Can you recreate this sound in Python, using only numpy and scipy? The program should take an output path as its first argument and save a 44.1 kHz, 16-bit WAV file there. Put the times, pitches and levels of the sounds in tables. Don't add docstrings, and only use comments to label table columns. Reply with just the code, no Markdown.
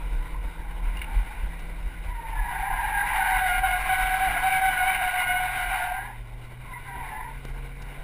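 import sys
import numpy as np
from scipy import signal
from scipy.fft import rfft, irfft, next_fast_len
from scipy.io import wavfile
from scipy.ndimage import uniform_filter1d

SR = 44100
rng = np.random.default_rng(int(sys.argv[2]) if len(sys.argv) > 2 else 0)


def to_wav(sig):
    pcm = np.clip(np.atleast_2d(sig), -1, 1) * 32767
    pcm = np.round(pcm).astype(np.int16)
    wavfile.write(sys.argv[1], SR, pcm.T)


N = 354123

# t/s, level/dB
CABIN_THROB = [(0, -31), (2.4, -31), (3.1, -33), (4.2, -33), (5.1, -44.5), (5.6, -36.5), (7.0, -41.5),
               (7.45, -33.5), (8.03, -37.5)]
# t/s, length/s, level/dB
WIND_GUSTS = [(0.02, 0.21, -21), (0.3, 0.12, -26), (0.79, 0.16, -20.5), (0.972, 0.051, -22.5),
              (1.06, 0.18, -20.5), (1.442, 0.042, -23), (1.828, 0.062, -21.5), (2.051, 0.029, -23),
              (2.341, 0.12, -25)]
GUST_PEAK_AT = 0.73
# t/s, level/dB
ROAR_LEVEL = [(0, -32.5), (2.15, -33), (4.2, -31.5), (6.3, -36.5), (8.03, -32.5)]
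# f/Hz, level/dB
ROAR_EQ = [(25, 16), (60, 4), (110, 3), (200, -5.5), (800, -10.5), (6000, -6.5)]

# t/s, firing f/Hz, level/dB, load boost/dB for all tones but the lowest
ENGINE_NOTE = [(0, 152.4, -48.5, 3), (1.2, 175.7, -49, 1), (1.35, 170.7, -65, -12), (1.5, 167.4, -47.5, -4),
               (1.9, 164.7, -50, -1), (2.65, 133, -50.5, -17), (3.2, 156.4, -49, -4), (3.55, 129.7, -56, 6),
               (3.75, 136.1, -49.5, -2), (4.3, 147.2, -50, 7), (5.2, 141.3, -55.5, -0.5),
               (5.3, 127.6, -46, -1.5), (5.9, 111.5, -50, -11), (6.05, 118.3, -45, -2),
               (6.3, 117, -41, -12), (7.1, 132.4, -47, -1.5), (7.6, 133.7, -43, -2.5),
               (8.03, 140.7, -44.5, -3.5)]
# multiple of the firing rate, level/dB
ENGINE_TONES = [(1, 0), (1.75, -13.5), (2, -12), (3, -19.5), (3.5, -18.5)]
PIPE_HZ, PIPE_WIDTH_HZ, PIPE_DB = 482, 39, 8.5

# t/s, level/dB, brightness/dB, time to fade by 60 dB/s
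LOOSE_KNOCKS = [(0.9696, -26, 7, 0.048), (0.991, -25, 6, 0.028), (1.016, -22, 0, 0.062),
                (1.043, -29.5, -1, 0.03), (1.5924, -31, 19, 0.07), (7.8197, -23, 22, 0.037)]
# t/s, level/dB
ROAD_BUMPS = [(1.43, -26), (4.266, -28), (6.965, -27.5)]

# t/s, level/dB
SCRUB_SLIDES = [
    [(.85, -40), (1.1, -38), (1.7, -44.5)],
    [(1.95, -45.5), (2.54, -32), (3.2, -23), (3.85, -22.5), (4.87, -21), (5.38, -24), (5.81, -23),
     (6.14, -42.5), (6.3, -72)],
    [(6.65, -46), (7.1, -35.5), (7.45, -53)],
]
# f/Hz, level/dB
SCRUB_EQ = [(400, -46), (690, -4), (800, -5), (2300, 2.5), (3500, -1), (6000, -3.5)]
# t/s, slip f/Hz, partial 1 level/dB, partial 2 level/dB
LIGHT_TREADS = [
    [(0, 945, -55.5, -82), (1.0, 949.4, -51.5, -66), (1.1, 835, -45.5, -66), (1.6, 963, -60.5, -65)],
    [(2.3, 924.5, -44, -63), (2.5, 885.5, -37, -48), (2.9, 881.2, -33, -44.5), (3.4, 865, -34, -42.5)],
    [(5.75, 853, -39, -45), (6.13, 923, -45.5, -60), (6.2, 1034, -70, -71)],
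]
# t/s, slip f/Hz, partial 1 level/dB, partial 2 level/dB
TREAD_CHIRPS = [
    [(2.09, 987.4, -44.5, -62), (2.24, 940, -37, -52), (2.36, 859, -50, -50), (2.42, 836, -40, -40)],
    [(6.66, 1058, -53, -64), (6.74, 987, -41.5, -47.5), (6.8, 991, -43, -53)],
    [(6.89, 983, -43, -50), (6.96, 943, -40, -53), (7.08, 1040, -45.5, -57), (7.3, 965, -38, -56)],
    [(6.98, 971.4, -40, -61), (7.13, 849, -38.5, -44.5), (7.24, 888, -43, -51), (7.34, 902, -43, -66)],
    [(6.885, 789, -45, -52), (7.22, 742, -45.5, -75)],
]
# t/s, f/Hz of that partial, level/dB
HIGH_TYRE = [(2.33, 1720, -55), (2.42, 1690, -43), (2.55, 1620, -45.5), (2.95, 1625, -32.5),
             (3.14, 1611, -37.5), (4.5, 1632, -36.5), (5.37, 1592, -42), (5.98, 1576, -39),
             (6.12, 1732, -44.5)]
# t/s, A level/dB, B level/dB
PAIR_RASP = [(2.75, -61, -51), (3.15, -55.5, -58), (4.4, -41.5, -61), (5.5, -40, -41.5), (5.85, -43.5, -50),
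             (6.05, -50.5, -52)]
# t/s, length/s, A level/dB, B level/dB, A slip f/Hz, B slip f/Hz
PAIR_SCREECHES = [(3.199, 0.09, -32.5, -38, 746, 722), (3.334, 0.077, -37, -38.5, 741, 726),
                  (3.47, 0.13, -33.5, -34.5, 715, 714), (3.631, 0.1294, -34, -35.5, 722, 721),
                  (3.894, .2, -34.5, -41, 749, 752), (4.2, 0.11, -38, -42, 755, 755),
                  (4.339, 0.079, -37, -41, 732, 750), (4.5, 0.089, -42, -34, 765, 761),
                  (4.63, 0.13, -34.5, -35, 746, 747), (4.767, 0.093, -32, -34, 731, 727),
                  (4.863, 0.0906, -43, -30, 740, 755.5), (5.004, 0.11, -35.5, -38.5, 735, 741),
                  (5.169, 0.09, -34.5, -33, 724, 717.6), (5.266, 0.14, -31.5, -33, 748, 723),
                  (5.589, 0.099, -38.5, -41, 721, 731)]
# t/s, slip f/Hz, level/dB
LOADED_MURMUR = [(2.35, 760, -53.5), (2.66, 784, -38.5), (3.1, 795, -46), (3.3, 767, -36.5),
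                 (5.5, 746, -38), (5.88, 729, -35), (5.97, 758, -38), (6.05, 789, -53)]
# t/s, length/s, level/dB, slip f/Hz
LOADED_SQUEALS = [(3.177, 0.072, -30, 773), (3.268, 0.12, -29, 757.4), (3.406, 0.079, -26, 750),
                  (3.487, 0.056, -29.5, 724), (3.538, 0.038, -28, 748), (3.575, 0.033, -29, 745),
                  (3.627, 0.053, -25.5, 760), (3.707, 0.084, -29, 729), (3.887, 0.065, -27, 754.5),
                  (3.983, 0.12, -29, 752), (4.1, 0.087, -28, 757.4), (4.202, 0.089, -26.5, 759.4),
                  (4.357, 0.029, -28.5, 717), (4.428, 0.071, -24, 763.5), (4.504, 0.1, -27.5, 756),
                  (4.608, 0.099, -25, 763), (4.797, 0.057, -27.5, 740.5), (4.857, 0.078, -26.5, 759.6),
                  (5.018, 0.081, -28.5, 738.3), (5.13, 0.092, -30.5, 736), (5.283, 0.104, -30, 724.7),
                  (5.393, 0.085, -30, 738), (5.555, 0.027, -28.5, 741), (5.59, 0.039, -32, 728.5),
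                  (5.708, 0.07, -30.5, 760), (5.813, 0.038, -30.5, 717)]
# multiple of the slip rate, level/dB against partial 1
SQUEAL_OVERTONES = [(2, -8), (3, -14), (4, -12), (5, -13.5)]
ATTACK_S, RELEASE_S = 0.0093, 0.015

# f/Hz, level/dB
CASE_EQ = [(600, -2.5), (750, 2), (1040, 2.5), (1250, -9), (1460, 3), (1640, -2), (1800, -8), (1990, 1.5),
           (2350, -0.5), (2600, -10.5), (2900, -6.5), (3280, -17.5), (3780, -10.5), (4100, -21),
           (5800, -27)]
# f/Hz, level/dB against the shared sound
STEREO_SPREAD = [(60, -37), (2380, -24), (15000, -20.5)]
HOLD_HZ, TREBLE_LIMIT_HZ = 12000, 15400
TICK_S, TICK_DB = 7.4528, -25.5
TIME = np.arange(N) / SR


def gain_of(db):
    return 10 ** (np.asarray(db) / 20)


def unit_rms(x):
    return x / np.sqrt(np.mean(x ** 2) + 1e-20)


def colour_gains(colour, size):
    hz, db = np.transpose(colour)
    bin_hz = np.fft.rfftfreq(size, 1 / SR)
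    return gain_of(np.interp(np.log(bin_hz + 1), np.log(hz + 1), db))


def coloured(x, colour):
    size = next_fast_len(N + 4096)
    return irfft(rfft(x, size) * colour_gains(colour, size), size)[:N]


def curves(rows):
    times, *columns = np.transpose(rows)
    gate = np.clip(np.minimum(TIME - times[0] + 0.049, times[-1] + 0.021 - TIME) / 0.051, 0, 1)
    return gate, *(np.interp(TIME, times, column) for column in columns)


def wander(top_hz):
    steps = rng.standard_normal(int(N / SR * 400) + 2)
    smooth = signal.lfilter(*signal.butter(2, np.clip(top_hz / 200, .002, .95)), steps)
    return unit_rms(np.interp(TIME * 400, np.arange(len(steps)), smooth))


def restless_noise(colour, patchy_db, flicker_db):
    frames = N // 128 + 5
    real, imag, patches = rng.standard_normal((frames, 257, 3)).T
    patches = uniform_filter1d(patches, size=4, axis=0)
    patches = unit_rms(uniform_filter1d(patches, size=20, axis=1))
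    flicker = unit_rms(uniform_filter1d(rng.standard_normal(frames), size=10))
    spectra = (real + 1j * imag) * gain_of(patchy_db * patches + flicker_db * flicker)
    white = signal.istft(spectra, nperseg=512, noverlap=384)[1]
    return unit_rms(coloured(white[:N], colour))


def bursts(starts, lengths, levels_db):
    size = np.zeros(N)
    for start, length, db in zip(starts, lengths, levels_db):
        edges = np.minimum((TIME - start) / ATTACK_S, (start + length - TIME) / RELEASE_S)
        size = np.maximum(size, np.clip(edges, 0, 1) * gain_of(db))
    return size


def sine(cycles, db):
    return np.sqrt(2) * gain_of(db) * np.sin(2 * np.pi * (cycles + rng.random()))


def gusts():
    size = np.zeros(N)
    for start, length, db in WIND_GUSTS:
        ramp = np.interp(TIME, start + length * np.array([-.15, GUST_PEAK_AT, 1.1]), [0, 1, 0])
        size = np.maximum(size, gain_of(db) * np.sin(np.pi / 2 * ramp))
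    return size


def wind():
    throb_hz = 40 * (1 + 0.07 * wander(8.05))
    throb = np.sqrt(2) * gain_of(2.5 * wander(25) - 1) * np.sin(2 * np.pi * np.cumsum(throb_hz) / SR)
    rumble = unit_rms(coloured(rng.standard_normal(N), [(18, 6), (40, 18), (75, -0.5), (160, -36.5)]))
    roar = restless_noise(ROAR_EQ, patchy_db=1.5, flicker_db=1.28)
    strength = np.maximum(gain_of(curves(CABIN_THROB)[1] + 2.5 * wander(6.2)), gusts())
    return strength * (throb + gain_of(-10.5) * rumble) + gain_of(curves(ROAR_LEVEL)[1]) * roar


def engine():
    _, firing_hz, db, load_db = curves(ENGINE_NOTE)
    cycles = np.cumsum(firing_hz * (1 + .002 * wander(8))) / SR
    db = db + wander(6)
    out = np.zeros(N)
    for multiple, tone_db in ENGINE_TONES:
        pipe_db = PIPE_DB * np.exp(-((multiple * firing_hz - PIPE_HZ) / PIPE_WIDTH_HZ) ** 2)
        out += sine(multiple * cycles, db + tone_db + (multiple != 1) * load_db + pipe_db)
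    return out


def add_hit(mix, start, db, fade_s, colour):
    t = TIME[:16384]
    puff = unit_rms(irfft(rfft(rng.standard_normal(len(t))) * colour_gains(colour, len(t))))
    attack = 1 - np.exp(-t / (0.01 * fade_s))
    mix[round(start * SR):][:len(t)] += attack * gain_of(db - 60 * t / fade_s) * puff


def knocks_and_bumps():
    out = np.zeros(N + 16384)
    for start, db, bright_db, fade_s in LOOSE_KNOCKS:
        case_ring = [(1100, -30), (1600, -bright_db), (2650, 3.5), (2850, 13.5), (3050, -1),
                     (6000, bright_db), (7000, -40)]
        add_hit(out, start, db, fade_s, case_ring)
    for start, db in ROAD_BUMPS:
        add_hit(out, start, db, fade_s=.21, colour=[(40, 10), (150, -9), (400, -21.5), (1200, -27)])
    return out[:N]


def scrub():
    size = sum(gate * gain_of(db) for gate, db in map(curves, SCRUB_SLIDES))
    return size * restless_noise(SCRUB_EQ, patchy_db=1.5, flicker_db=1.5)


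def stick_slip(hz, partials, jitter, jitter_hz, flutter_db):
    cycles = np.cumsum(hz * (1 + jitter * wander(jitter_hz))) / SR
    return sum(sine(multiple * cycles, db + flutter_db * wander(42)) for multiple, db in partials)


def singing_treads(slides, count, spread):
    out = np.zeros(N)
    for gate, hz, db1, db2 in map(curves, slides):
        partials = [(1, db1 - 9), (2, db2 + 1)]
        for _ in range(count):
            own_hz = hz * (1 + spread * wander(5))
            out += gate * stick_slip(own_hz, partials, jitter=.015, jitter_hz=50, flutter_db=3.2)
    return out


def high_tyre():
    gate, hz, db = curves(HIGH_TYRE)
    partials = [(1, db - 10.5), (2, db + 2)]
    return gate * stick_slip(hz / 2, partials, jitter=.012, jitter_hz=45, flutter_db=3)


def screeching_pair():
    starts, lengths, top_a, top_b, *slip_rates = np.transpose(PAIR_SCREECHES)
    hz_a, hz_b = (np.interp(TIME, starts + lengths / 2, hz) for hz in slip_rates)
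    gate, rasp_a, rasp_b = curves(PAIR_RASP)
    db_a = 20 * np.log10(np.maximum(gain_of(rasp_a), bursts(starts, lengths, top_a)))
    db_b = 20 * np.log10(np.maximum(gain_of(rasp_b), bursts(starts, lengths, top_b)))
    shaky = dict(jitter=.0035, jitter_hz=15, flutter_db=1.6)
    tyre_a = stick_slip(hz_a, [(2, db_a)], **shaky)
    tyre_b = stick_slip(hz_b, [(3, db_b), (4, db_b - 1)], **shaky)
    return gate * (tyre_a + tyre_b)


def loaded_tyre():
    gate, hz, db = curves(LOADED_MURMUR)
    murmur = gate * stick_slip(hz, [(0.99, db)], jitter=.01207, jitter_hz=30.7, flutter_db=4)
    starts, lengths, top_db, slip_hz = np.transpose(LOADED_SQUEALS)
    squeal_hz = np.interp(TIME, starts + lengths / 2, slip_hz)
    size = bursts(starts, lengths, top_db)
    squeal = stick_slip(squeal_hz, [(1, 0)] + SQUEAL_OVERTONES, jitter=.004, jitter_hz=15, flutter_db=1.5)
    murmur_share = np.clip(1 - size / gain_of(db), 0, 1)
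    return size * squeal + murmur_share * murmur


def tyres():
    out = loaded_tyre() + screeching_pair() + high_tyre()
    out += singing_treads(LIGHT_TREADS, count=7, spread=.065)
    out += singing_treads(TREAD_CHIRPS, count=3, spread=.022)
    return out + scrub()


def scene():
    heard = coloured(engine() + wind() + tyres() + knocks_and_bumps(), CASE_EQ)
    return np.array([heard, heard])


def record(dry):
    low_rate = signal.resample_poly(dry, HOLD_HZ, SR, axis=1)
    held = np.repeat(low_rate, 15, axis=1)
    out = signal.resample_poly(held, SR, HOLD_HZ * 15, axis=1)[:, :N]
    since_tick = TIME - TICK_S
    out -= gain_of(TICK_DB) / 2 * np.sign(since_tick) * np.exp(-abs(since_tick) / 0.0016)
    spectra = signal.stft(out[0], nperseg=1024)[2]
    scrambled = spectra * np.exp(2j * np.pi * rng.random(spectra.shape))
    blurred = signal.istft(scrambled, nperseg=1024)[1][:N]
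    out += coloured(blurred, STEREO_SPREAD) * [[1.], [-1.]]
    treble_cut = signal.firwin(801, TREBLE_LIMIT_HZ, window=("kaiser", 9), fs=SR)
    return signal.oaconvolve(out, treble_cut[None], "same")


dry = scene()
out = record(dry)
to_wav(out)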